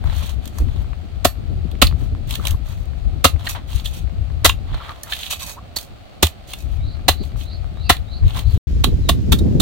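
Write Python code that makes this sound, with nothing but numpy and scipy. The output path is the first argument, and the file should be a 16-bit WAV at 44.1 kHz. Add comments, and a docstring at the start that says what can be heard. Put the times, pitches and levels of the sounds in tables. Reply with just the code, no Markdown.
"""On bare earth beside a pond, a machete chops a green coconut.
Each blow is noise for the torn husk and the edge, resonances for the nut, decaying sines for the blade,
a low swing for the ground and a short, unsteady tone. Between blows, friction noise prises the blade loose.
Filtered noise makes the wind on the microphone, the air and the leaves; gliding tones make a small bird.
After a short silence, lighter and quicker cuts follow from a windier spot."""
import sys
import numpy as np
from scipy import signal
from scipy.fft import rfft, irfft, next_fast_len
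from scipy.io import wavfile
from scipy.ndimage import uniform_filter1d

SR = 44100
rng = np.random.default_rng(int(sys.argv[2]) if len(sys.argv) > 2 else 0)


def wav_record(signal):
    """Record a signal, one row per channel, as 16-bit PCM in the file named by sys.argv[1]."""
    frames = np.transpose(np.atleast_2d(signal))
    bounded = np.clip(frames, -1, 1)
    # unit amplitude maps onto the largest positive 16-bit level
    quanta = np.round(bounded * 32767).astype(np.int16)
    wavfile.write(sys.argv[1], SR, quanta)


N = 423801  # length of the sound [samples]


def from_db(db):
    """Turn decibels into a plain factor."""
    return 10 ** (np.asarray(db) / 20)


def rms_one(x):
    """Scale to an average strength (rms) of 1."""
    return x / np.sqrt(np.mean(x ** 2) + 1e-20)


def seconds():
    """The time of every sample [s]."""
    return np.arange(N) / SR


def first_spot():
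    return seconds() < np.mean(SILENCE)


def in_time(rows, outside=None):
    """Draw straight lines between the points of each column, one value per sample."""
    s, *columns = np.transpose(rows)
    return [np.interp(seconds(), s, column, outside, outside) for column in columns]


def decay(t, t60):
    """Fade by 60 dB in t60 seconds."""
    return np.exp(-np.log(1000) * t / t60)


def drift(rate, size):
    """Smooth random wandering with rms 1; a higher rate [Hz] wanders faster."""
    knots = rng.standard_normal(size // 8 + 4000)  # one knot every 8 samples
    r = np.exp(-16 * np.pi * rate / SR)
    slow = signal.lfilter([1], [1, -2 * r, r * r], knots)[3990:]  # skip the start-up of the filter
    return np.interp(np.arange(size) / 8, np.arange(len(slow)), rms_one(slow))


def colour(x, spectrum, size=4096):
    """Causal (minimum-phase) filter with the shape of a spectrum; white noise keeps its level."""
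    hz, db = np.transpose(spectrum)
    f = np.fft.rfftfreq(size, 1 / SR)
    gain = rms_one(from_db(np.interp(np.log(f + 1), np.log(hz), db)))
    # folding the cepstrum puts the energy as early as possible
    cepstrum = irfft(np.log(gain))
    cepstrum[1:size // 2] *= 2
    cepstrum[size // 2 + 1:] = 0
    impulse = irfft(np.exp(rfft(cepstrum)))
    return signal.oaconvolve(x, impulse[None], axes=-1)[:, :N]


def resonate(x, hz, width_hz):
    """A resonance lets one band through, with gain 1 at its top."""
    r = np.exp(-np.pi * width_hz / SR)
    top = np.array([1, 0, -1]) * (1 - r * r) / 2
    return signal.lfilter(top, [1, -2 * r * np.cos(2 * np.pi * hz / SR), r * r], x + 1e-18)


def grains(apart, rough_db, rate=400):
    """Stereo noise that crackles in clumps; 'apart' is the part the two ports do not share."""
    mid, side = rng.standard_normal((2, N))
    stereo = mid + apart * side * [[1], [-1]]
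    return rms_one(stereo * from_db(rough_db * np.clip(drift(rate, N), -2, 2)))


def bursts(times, holds, levels_db, t60, rise_s=.001):
    """Envelopes that reach full level at the given times, hold, then die away."""
    out, t = np.zeros(N + SR), np.arange(SR // 4) / SR - rise_s
    entry = np.minimum(1 + t / rise_s, 1) ** 2
    for s, hold, db in zip(times, holds, levels_db):
        at = int((s - rise_s) * SR)
        out[at:at + len(t)] += from_db(db) * entry * decay(np.maximum(t - hold, 0), t60)
    return out[:N]


def pops(per_s, spread_db, t60):
    """Lone, tiny cracks at random moments, a few much stronger than the rest; rms 1."""
    chance, size = rng.random((2, N))
    clicks = (chance < per_s / SR) * from_db(spread_db * size ** 2)
    t = np.arange(SR // 50) / SR
    envelope = signal.oaconvolve(clicks, decay(t, t60))[:N]
    return rms_one(envelope * grains(apart=0.75, rough_db=0.0))


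def scatter(x, t60, low_cut_hz):
    """A brief diffuse tail from ground, legs and leaves, about as strong as the direct sound."""
    t = np.arange(SR // 3) / SR
    tail = rng.standard_normal((2, len(t))) * decay(t, t60) * (t > .003)
    low_cut = signal.butter(1, low_cut_hz, "high", fs=SR, output="sos")
    tail = signal.sosfilt(low_cut, tail + 0.39 * tail[::-1])
    return signal.oaconvolve(x, rms_one(tail) / np.sqrt(len(t)), axes=-1)[:, :N]


# how loud the left microphone port is against the right: (frequency [Hz], left minus right [dB])
PORT_BALANCE = [(100, 0.5), (500, -3), (1000, 0), (2200, 2.5), (4000, -7.5), (6000, 0.5), (8500, -7),
                (12500, -9)]


def at_ports(x, lag_s=.000025):
    """Near sounds reach the left port first; the balance of the two ports changes with pitch."""
    hz, db = np.transpose(PORT_BALANCE)
    size = next_fast_len(N + SR // 10)
    f = np.fft.rfftfreq(size, 1 / SR)
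    tilt = from_db(np.interp(np.log(f + 1), np.log(hz), db) / 2 * [[1], [-1]])
    lag = np.exp(-2j * np.pi * f * lag_s * [[0], [1]])
    return irfft(rfft(x, size) * tilt * lag, size)[:, :N]


# spectrum of the outdoor hush at the first spot: (frequency [Hz], relative level [dB])
FIRST_AIR = [(100, -2), (234, -6), (452, -8.5), (595, -2.5), (740, -2), (950, -15.5), (1280, -10),
             (1600, -17), (2300, -15.5), (4400, -17.5), (5300, -28), (9000, -32), (10500, -38),
             (16000, -34.5)]
# the same at the second spot: (frequency [Hz], relative level [dB])
SHORE_AIR = [(100, -3), (700, -8), (1500, -8), (4000, -9.5), (7500, -17), (8800, -24.5), (15500, -24)]


def air():
    """Distant outdoor hush: steady noise, with a spectrum of its own at each spot."""
    first = from_db(-44.5) * colour(grains(apart=1.0, rough_db=1.36), FIRST_AIR)
    second = from_db(-47.0) * colour(grains(apart=0.99, rough_db=1.0), SHORE_AIR)
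    return np.where(first_spot(), first, second)


# spectrum of the deep wind rumble: (frequency [Hz], relative level [dB])
RUMBLE = [(12, -26), (25, -11), (45, -3), (68, 1), (95, -5), (130, -14.5), (200, -32.5), (400, -50.5),
          (1500, -88.5)]
# spectrum of the higher wind flutter: (frequency [Hz], relative level [dB])
FLUTTER = [(40, -18), (110, 2), (180, -2), (280, -8), (420, -16), (700, -31), (1500, -57.5), (6000, -73.5)]
# strength of the breeze, which falls to a lull and returns: (time [s], relative level [dB])
BREEZE = [(0.0, -28.5), (0.48, -31), (0.69, -26), (1.05, -32.5), (2.0, -24), (2.67, -33), (3.2, -26.5),
          (3.6, -32.5), (4.46, -31), (4.68, -30.5), (4.92, -47.5), (6.16, -63), (6.54, -38.5), (6.8, -28.5),
          (7.52, -32), (8.23, -29.5), (8.38, -28), (8.57, -27)]
# wind at the second spot: (time [s], relative rumble level [dB], relative flutter level [dB])
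SHORE_WIND = [(8.68, -25, -38), (8.938, -21.5, -38.5), (9.452, -24.5, -23.5), (9.6, -26, -23.5)]
BREEZE_RUMBLE_DB, BREEZE_FLUTTER_DB = 7, -8  # added to the breeze
BREEZE_PAN_DB = 12  # it blows from the left, so the right port is sheltered
SHORE_RUMBLE_DB, SHORE_FLUTTER_DB = 5.5, 10  # added to the shore wind, which meets both ports
CALM_RUMBLE_DB, CALM_FLUTTER_DB = -40, -47  # what remains in a lull


def wind():
    """Eddies strike the ports as rumble and flutter, which swell together in the first breeze."""
    breeze_db, = in_time(BREEZE)
    shore_rumble_db, shore_flutter_db = in_time(SHORE_WIND)
    first = first_spot()
    sides = from_db(BREEZE_PAN_DB / 2 * np.array([[1], [-1]]))
    breeze = from_db(breeze_db) * rms_one(sides)
    shore_rumble = from_db(SHORE_RUMBLE_DB + shore_rumble_db)
    shore_flutter = from_db(SHORE_FLUTTER_DB + shore_flutter_db)
    rumble = np.where(first, from_db(BREEZE_RUMBLE_DB) * breeze, shore_rumble)
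    flutter = np.where(first, from_db(BREEZE_FLUTTER_DB) * breeze, shore_flutter)
    # the calm remainder adds as power
    rumble = np.hypot(rumble, from_db(CALM_RUMBLE_DB))
    flutter = np.hypot(flutter, from_db(CALM_FLUTTER_DB))
    return (rumble * colour(grains(apart=0.9, rough_db=2.67, rate=4.7), RUMBLE)
            + flutter * colour(grains(apart=1.0, rough_db=4.0, rate=30), FLUTTER))


# single eddies that buffet the ports:
# (middle [s], length [s], thump level [dB], flutter level [dB], left minus right [dB])
BUFFETS = [(0.077, 0.12, -12.5, -36, 11), (0.617, 0.072, -15.5, -21.5, -5.5),
           (0.806, 0.071, -18.5, -34, 16), (1.515, 0.076, -32, -24, 10), (1.655, 0.052, -38, -25, 8),
           (1.736, 0.055, -26, -29, 5), (1.848, 0.09, -13.5, -29, -15), (2.129, 0.063, -8, -31, 11),
           (2.396, 0.065, -25, -24.5, 8), (2.538, 0.093, -9.5, -36, 4.5), (3.076, 0.086, -15, -38, 11),
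           (3.354, 0.085, -17.5, -32, 10), (3.758, 0.076, -15.5, -39, 12), (4.199, 0.13, -15, -35, 10),
           (4.735, 0.098, -16.5, -36, -16), (6.673, .08, -18.5, -40, 13), (6.858, 0.15, -16.5, -49, 4),
           (7.547, 0.065, -23, -34, 9), (7.75, 0.045, -24, -35, 19), (7.216, 0.05, -10, -20, 14),
           (8.254, 0.12, -6, -30.5, 7.5), (8.48, 0.14, -14.5, -49, 14), (8.56, 0.073, -6.5, -30, 10),
           (8.88, 0.062, -29, -15.5, -3), (8.934, 0.06, -10, -17, 5), (9.43, 0.12, -10, -19, 2),
           (9.559, 0.017, -26, -14.5, 2)]


def buffets():
    """A single eddy swells and dies on the ports within a fraction of a second."""
    thump, flutter = np.zeros((2, 2, N + SR))
    for s, length, thump_db, flutter_db, pan_db in BUFFETS:
        sides = from_db(pan_db / 2 * np.array([[1], [-1]]))
        swell = rms_one(sides) * np.hanning(int(length * SR))
        at = max(int((s - length / 2) * SR), 0)
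        thump[:, at:at + swell.shape[1]] += from_db(thump_db) * swell
        flutter[:, at:at + swell.shape[1]] += from_db(flutter_db) * swell
    eddy = grains(apart=0.92, rough_db=1.0)
    return thump[:, :N] * colour(eddy, RUMBLE) + flutter[:, :N] * colour(eddy, FLUTTER)


def leaves():
    """Dry leaves tick faintly on the bare earth, following the breeze at the first spot."""
    breeze_db, = in_time(BREEZE, outside=-120)
    ticks = pops(per_s=8, spread_db=7.5, t60=0.012)
    return colour(from_db(breeze_db - 29.5) * ticks, CREAK)


# bird calls: (start [s], length [s], first pitch [Hz], last pitch [Hz], buzz [0-1], relative level [dB])
BIRD_CALLS = [(6.72, 0.11, 2820, 2250, .05, -52), (6.787, 0.17, 3600, 4320, 0.95, -42.5),
              (7.121, 0.12, 3700, 4390, 1, -41.5), (7.427, 0.14, 3740, 4400, 1, -40.5),
              (7.752, 0.17, 3640, 4420, 1, -38.5), (7.836, 0.071, 2810, 2610, 0.2, -38),
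              (8.056, .145, 3570, 4370, 0.85, -40), (8.398, 0.14, 3850, 4350, 0.94, -45),
              (9.002, 0.092, 4330, 3760, .05, -44)]


def bird(buzz_rate=160):
    """Slurred whistles; the rising ones break into a ragged buzz as they level off."""
    out = np.zeros(N + SR)
    for s, length, start_hz, end_hz, buzz, db in BIRD_CALLS:
        u = np.linspace(0, 1, int(length * SR))
        buzz_hz = buzz_rate * rng.uniform(.85, 1.15)
        wobble_hz = 300 * np.sin(2 * np.pi * buzz_hz * length * u) + 130 * drift(500, len(u))
        slur = start_hz + (end_hz - start_hz) * np.sin(u * np.pi / 2)
        pitch = slur + buzz * np.minimum(2 * u, 1) ** 2 * wobble_hz
        swell = np.abs(np.sin(np.pi * u ** 1.74)) ** .5 * from_db(2 * drift(60, len(u)))
        whistle = np.sin(2 * np.pi * np.cumsum(pitch) / SR)
        out[int(s * SR):int(s * SR) + len(u)] += from_db(db) * swell * whistle
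    return out[:N] * from_db([[-1.5], [2.5]])  # a little to the right


# pushes and pulls on the blade in the cut: (start [s], length [s], husk creak level [dB],
# fibre rasp level [dB], steel slide level [dB], relative steel ring level [dB])
STROKES = [(0.0, .13, -41.5, -49.5, -56.5, -84), (0.072, 0.23, -41.5, -39, -43, -54),
           (0.403, 0.076, -51, -49, -62.5, -58), (0.513, 0.098, -47.5, -55, -53, -56),
           (0.617, 0.2, -51.5, -52.5, -62, -65), (1.957, 0.092, -48.5, -54, -54, -62),
           (2.259, 0.092, -42.5, -37.5, -37, -61), (2.373, 0.14, -39.5, -43.5, -43.5, -60),
           (2.629, 0.096, -49, -50, -52.5, -56), (2.736, 0.091, -56, -59.5, -58.5, -69),
           (3.368, 0.061, -47, -47.5, -53.5, -72), (3.436, 0.041, -37, -39, -39, -53),
           (3.486, 0.015, -40, -36, -29, -36), (3.543, 0.019, -30, -39, -78, -77),
           (3.655, 0.14, -46.5, -40.5, -42.5, -55), (3.839, 0.02, -46, -38, -37, -44),
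           (3.88, 0.11, -56, -44, -46, -53), (4.621, 0.22, -40.5, -44.5, -61, -80),
           (4.815, 0.097, -38, -45.5, -55, -70), (4.916, .1, -50, -54, -60, -76),
           (5.037, 0.077, -39, -47.5, -49, -59), (5.082, 0.078, -48, -33.5, -37.5, -49),
           (5.139, 0.14, -47, -34.5, -39, -48.5), (5.293, 0.035, -35, -28.5, -30, -31.5),
           (5.38, 0.048, -46, -35.5, -37, -36.5), (5.439, 0.069, -40.5, -46, -35, -41.5),
           (5.758, 0.069, -51, -49, -39, -60), (6.462, 0.064, -49.5, -40, -41, -61),
           (6.565, 0.043, -64, -55, -47.5, -51), (6.665, 0.097, -68, -59, -60, -70),
           (7.202, 0.066, -61, -55, -52.5, -67), (7.352, 0.076, -57, -45, -47.5, -53.5),
           (8.221, 0.12, -47, -43, -51, -63), (8.337, 0.055, -34.5, -35, -36, -53),
           (8.431, 0.15, -51, -47.5, -50, -68)]


def strokes(levels_db, build_share=0.61, release_t60=0.14):
    """Each stroke builds with the pressure of the hand, holds, and dies away as the hand eases off."""
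    out, t = np.zeros(N + SR), np.arange(SR // 2) / SR
    for (s, length, *_), db in zip(STROKES, levels_db):
        build = np.sin(np.pi / 2 * np.minimum(t / (build_share * length), 1)) ** 2
        release = decay(np.maximum(t - length, 0), release_t60)
        out[int(s * SR):int(s * SR) + len(t)] += from_db(db) * build * release
    return out[:N]


# spectrum of the creaking husk: (frequency [Hz], relative level [dB])
CREAK = [(200, -29), (600, -0.5), (1100, 2), (1500, -3.5), (2200, -6), (4000, -19), (15000, -45.5)]
# spectrum of the rasping fibres: (frequency [Hz], relative level [dB])
RASP = [(400, -38), (1400, -13.5), (2300, -4), (3200, 4.5), (4200, -0.5), (5200, -20.5), (15000, -32.5)]
# modes of the blade while it slides in the cut: (frequency [Hz], width [Hz], gain [dB])
SLIDE_MODES = [(2545, 61, 22), (3870, 49, 18), (4570, 140, 15.5), (5820, 110, 14.5), (6660, 58.3, 21.5),
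               (8000, 54, 19), (9080, 95, 13.5), (11300, 95, 6), (12500, 60, 15), (13100, 68, 12),
               (14100, 61, 15)]


def prising():
    """The wedged blade creaks, rasps and sings as it slides out; its grip sticks and slips."""
    grip = rms_one(from_db(1.1 * drift(45, N)))
    creak, rasp, slide, ring = (grip * strokes(db) for db in np.transpose(STROKES)[2:])
    # single fibres that let go during a stroke
    snapping = from_db(-4.5) * pops(per_s=29, spread_db=11.5, t60=0.014)
    creaking = rms_one(grains(apart=0.86, rough_db=3.0, rate=174) + snapping)
    rasping = rms_one(grains(apart=0.75, rough_db=1.5, rate=150) + snapping)
    husk = colour(creak * creaking, CREAK)
    fibres = colour(rasp * rasping, RASP)
    friction = grains(apart=1.0, rough_db=4.5, rate=350)
    steel = sum(from_db(db) * resonate(ring * friction, hz, width) for hz, width, db in SLIDE_MODES)
    return husk + fibres + colour(slide * friction, EDGE) + steel


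# wet husk squeaking on the steel:
# (start [s], length [s], first pitch [Hz], last pitch [Hz], middle level before roughness [dB])
SQUEAKS = [(1.867, 0.0066, 4300, 3800, -15), (1.872, 0.0102, 3080, 2720, -31),
           (2.395, 0.0068, 980, 1470, -29), (2.538, 0.013, 1030, 1080, -37),
           (3.464, 0.02, 2320, 1660, -23.5), (3.55, 0.023, 1430, 890, -37),
           (3.852, 0.019, 3470, 3410, -22.5), (4.493, 0.0094, 3290, 2740, -9.5),
           (4.796, 0.034, 1270, 1173, -32.5), (4.878, 0.045, 1232, 1290, -30.5),
           (5.12, 0.015, 1446, 2020, -23.5), (5.404, 0.052, 1120, 1050, -37.5),
           (5.563, 0.035, 934, 1146, -33.5)]


def squeaks(jitter=0.11, rough_db=2.0):
    """Stick and slip: short, ragged notes that glide as the grip changes."""
    out = np.zeros(N + SR)
    for s, length, start_hz, end_hz, db in SQUEAKS:
        u = np.linspace(0, 1, int(length * SR))
        glide = start_hz + (end_hz - start_hz) * u
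        pitch = glide * (1 + jitter * drift(600, len(u)))
        swell = np.sin(np.pi * u) * from_db(db + rough_db * drift(300, len(u)))
        out[int(s * SR):int(s * SR) + len(u)] += swell * np.sin(2 * np.pi * np.cumsum(pitch) / SR)
    return out[:N]


# modes of the steel: (frequency [Hz], relative level [dB], time to fade by 60 dB [s])
BLADE_MODES = [(1220, -9, 0.14), (1800, 4.5, .1), (2610, -10.5, 0.14), (3100, -16.5, 0.055),
               (3350, -5.5, .08), (3820, -13, 0.14), (4400, 0, 0.16), (6000, -14.5, .1),
               (7030, -13.5, 0.17), (7990, -2, 0.11), (9330, -4, 0.084), (11330, -20, .06), (12450, 3, .15),
               (13900, 5, .05), (15400, -2.5, 0.06)]


def blade(strikes):
    """The steel rings in its modes; a unit click gives sines of the listed heights."""
    out = 0
    for hz, db, t60 in BLADE_MODES:
        r, w = decay(1 / SR, t60), 2 * np.pi * hz / SR
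        ring = signal.lfilter([0, np.sin(w)], [1, -2 * r * np.cos(w), r * r], strikes + 1e-18)
        out = out + from_db(db) * ring
    return out


# small snaps, taps and dull ticks: (time [s], low level [dB], middle level [dB], high level [dB])
SNAPS = [(.039, -33, -44, -47), (0.097, -31.5, -42, -55), (.455, -41, -37.5, -35.5), (.476, -42, -37, -34),
         (0.585, -33, -34.5, -28.5), (0.931, -36.5, -59, -66), (1.714, -41, -39, -44.5),
         (1.87, -38, -26.5, -24.5), (2.308, -36, -23.5, -26), (2.354, -38, -22, -25),
         (2.452, -28.5, -23, -27), (2.47, -55, -20, -21), (2.48, -36, -29, -27), (2.508, -47, -27, -24.5),
         (2.855, -56, -53, -52), (3.470, -34, -21, -37), (3.857, -41, -36, -28), (5.033, -57, -39, -25.5),
         (5.1222, -35, -18, -34), (5.133, -49, -16.5, -31.5), (5.231, -52, -24, -44),
         (5.309, -39, -25, -26), (5.785, -38, -26, -27), (6.268, -32, -20.5, -23), (6.535, -35, -24.5, -29),
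         (7.237, -51, -41.5, -49), (7.318, -42, -49, -61.5), (7.798, -44, -54, -73), (7.966, -46, -30, -39),
         (8.392, -39, -25, -34)]


def snaps():
    """Small snaps, taps and dull ticks are short noise bursts; the bright part also rings the steel."""
    s, low_db, middle_db, high_db = np.transpose(SNAPS)
    hold = np.full(len(s), .003)
    crack = grains(apart=0.85, rough_db=4.0, rate=1100)
    low = crack * bursts(s, hold, low_db, t60=0.0088)
    middle = crack * bursts(s, hold, middle_db, t60=.016)
    high = crack * bursts(s, hold, high_db, t60=0.0094)
    steel = from_db(-43.0) * blade(high.mean(axis=0))
    return colour(low, CREAK) + colour(middle, RASP) + colour(high, EDGE) + steel


def thumps(times, levels_db, hz, rise_s, t60):
    """The nut is driven into the soil and rocks there for a few cycles."""
    out, t = np.zeros(N + SR), np.arange(SR // 4) / SR
    swing = -np.sin(2 * np.pi * hz * t) * (1 - np.exp(-(t / rise_s) ** 2)) * decay(t, t60)
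    for s, db in zip(times, levels_db):
        out[int(s * SR):int(s * SR) + len(t)] += from_db(db) * swing / abs(swing).max()
    return out[:N]


def tones(spread_hz=130):
    """Each blow or tear has a brief, unsteady tone at a pitch of its own."""
    out, t = np.zeros(N + SR), np.arange(SR // 10) / SR
    for s, bite, *_, hz, db in CHOPS:
        pitch = hz + spread_hz * np.sqrt(hz / 1000) * drift(400, len(t))  # high tones wander more
        swell = np.minimum(t / 0.0023, 1) * decay(np.maximum(t - bite, 0), .028)
        tone = np.sin(2 * np.pi * np.cumsum(pitch) / SR)
        out[int(s * SR):int(s * SR) + len(t)] += from_db(db) * swell * tone
    return out[:N]


# blows and the smaller tears that follow some of them:
# (time [s], bite length [s], tearing level [dB], relative nut knock level [dB],
# tilt of the knock [dB per octave], edge hiss level [dB], ground thump level [dB],
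# relative blade ring level [dB], tone pitch [Hz], tone level [dB])
CHOPS = [(1.2496, 0.0038, -10.5, -8.5, -0.5, -10, -20, -26, 608, -6.5),
         (1.8204, .005, -2.5, -6.5, 0, -6.5, -14, -42, 2783, -5),
         (3.2454, 0.0075, -4.5, -2.5, 0, -5.5, -12, -39, 1154, -7.5),
         (4.449, 0.011, -3, -13, 1.5, -6.5, -13, -42, 1960, -12.5),
         (4.493, .004, -20.5, -40, -4, -21, -41, -51.5, 1100, -15),
         (5.763, 0.008, -28.5, -33, 1.5, -22, -40, -45, 4370, -18),
         (6.2291, 0.0019, -4.5, -5.5, -1, -5.5, -8.5, -36, 711, -9.5),
         (7.0854, 0.0034, -1.5, -8.5, 1.5, -8.5, -15.5, -40, 702, -5.5),
         (7.897, .006, -2, -6.5, 2.5, -9.5, -12, -46, 1074, -7),
         (8.8422, 0.0012, -11, -13.5, -3.5, -17.5, -25, -53, 3740, -13),
         (9.0914, 0.0044, -13.5, -15.5, -0.5, -14, -23, -46, 3406, -12),
         (9.322, 0.0099, -18, -24, 1.5, -18, -29, -37, 3606, -16),
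         (9.388, 0.0036, -44, -40, -1, -31, -41, -65, 3730, -27.5),
         (9.602, 0.0026, -19.5, -27, .5, -13, -14, -39, 3450, -6.5)]
# spectrum of the tearing husk: (frequency [Hz], relative level [dB])
TEAR = [(300, -5), (900, -5.5), (1600, -7), (2200, -10), (2700, -2), (3500, -2), (4300, -3.5), (5100, -23),
        (7000, -20.5), (15000, -21)]
# spectrum of the hissing edge: (frequency [Hz], relative level [dB])
EDGE = [(1500, -35.5), (4000, 1), (5300, -2), (6400, 1), (8200, -3), (10000, -4), (13000, -4.5),
        (16000, -2.5)]
# resonances of the nut: (frequency [Hz], width [Hz], gain [dB])
NUT_MODES = [(165, 25, 8.5), (265, 80, 21.5), (386, 40, 9), (514, 100, 10), (713, 80, 18.5),
             (1088, 132, 17.5), (1298, 150, 15), (1892, 230, 9)]
SWELL_S = 0.006  # tearing and hiss swell in over a few milliseconds
KNOCK_PIVOT_HZ = 600  # the knock's tilt turns about this pitch: some sound brighter, some duller


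def chops():
    """The edge tears fibres for a few milliseconds, which shakes nut, blade and ground."""
    s, bite, tear_db, knock_db, tilt_db, edge_db, thump_db, ring_db, _, _ = np.transpose(CHOPS)
    tearing = bursts(s, bite, tear_db, t60=0.03, rise_s=SWELL_S)
    hissing = bursts(s, bite, edge_db, t60=.033, rise_s=SWELL_S)
    tear = colour(grains(apart=0.93, rough_db=5.5, rate=610) * tearing, TEAR)
    edge = colour(grains(apart=.6, rough_db=3.5, rate=700) * hissing, EDGE)
    push, knock = grains(apart=.45, rough_db=3.0), 0
    for k, (hz, width, db) in enumerate(NUT_MODES):
        force_db = knock_db + tilt_db * np.log2(hz / KNOCK_PIVOT_HZ)
        force = bursts(s, bite, force_db, t60=0.016)
        # neighbouring resonances swing in opposite directions
        knock = knock + (-1) ** k * from_db(db) * resonate(push * force, hz, width)
    strikes = np.zeros(N)
    strikes[np.minimum((s * SR).astype(int), N - 1)] = from_db(ring_db)
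    ground = thumps(s, thump_db, hz=78, rise_s=0.018, t60=0.091)
    return tear + edge + knock + tones() + blade(strikes) + ground


def scene():
    """Near work and the farther bird, each with a diffuse tail, above wind and air."""
    work = chops() + snaps() + squeaks() + prising() + leaves()
    near = at_ports(work + from_db(-11.5) * scatter(work, t60=0.13, low_cut_hz=1300))
    calls = bird()
    far = from_db(-5.5) * calls + from_db(-4.5) * scatter(calls, t60=0.18, low_cut_hz=1000)
    return near + far + wind() + buffets() + air()


# the silence between the two spots: (start [s], end [s])
SILENCE = (8.577, 8.671)
CUTOFF_HZ = 16000


def record(dry):
    """Peaks overload and flatten; the sound stops briefly between the two spots; the top is cut."""
    running = (seconds() < SILENCE[0]) | (seconds() > SILENCE[1])
    gate = uniform_filter1d(running.astype(float), size=64)  # softens the edges of the silence
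    clipped = np.clip(dry, -.95, .95) * gate
    top_cut = signal.ellip(10, .2, 70, CUTOFF_HZ, fs=SR, output="sos")
    return signal.sosfilt(top_cut, clipped)


dry = scene()
out = record(dry)
wav_record(out)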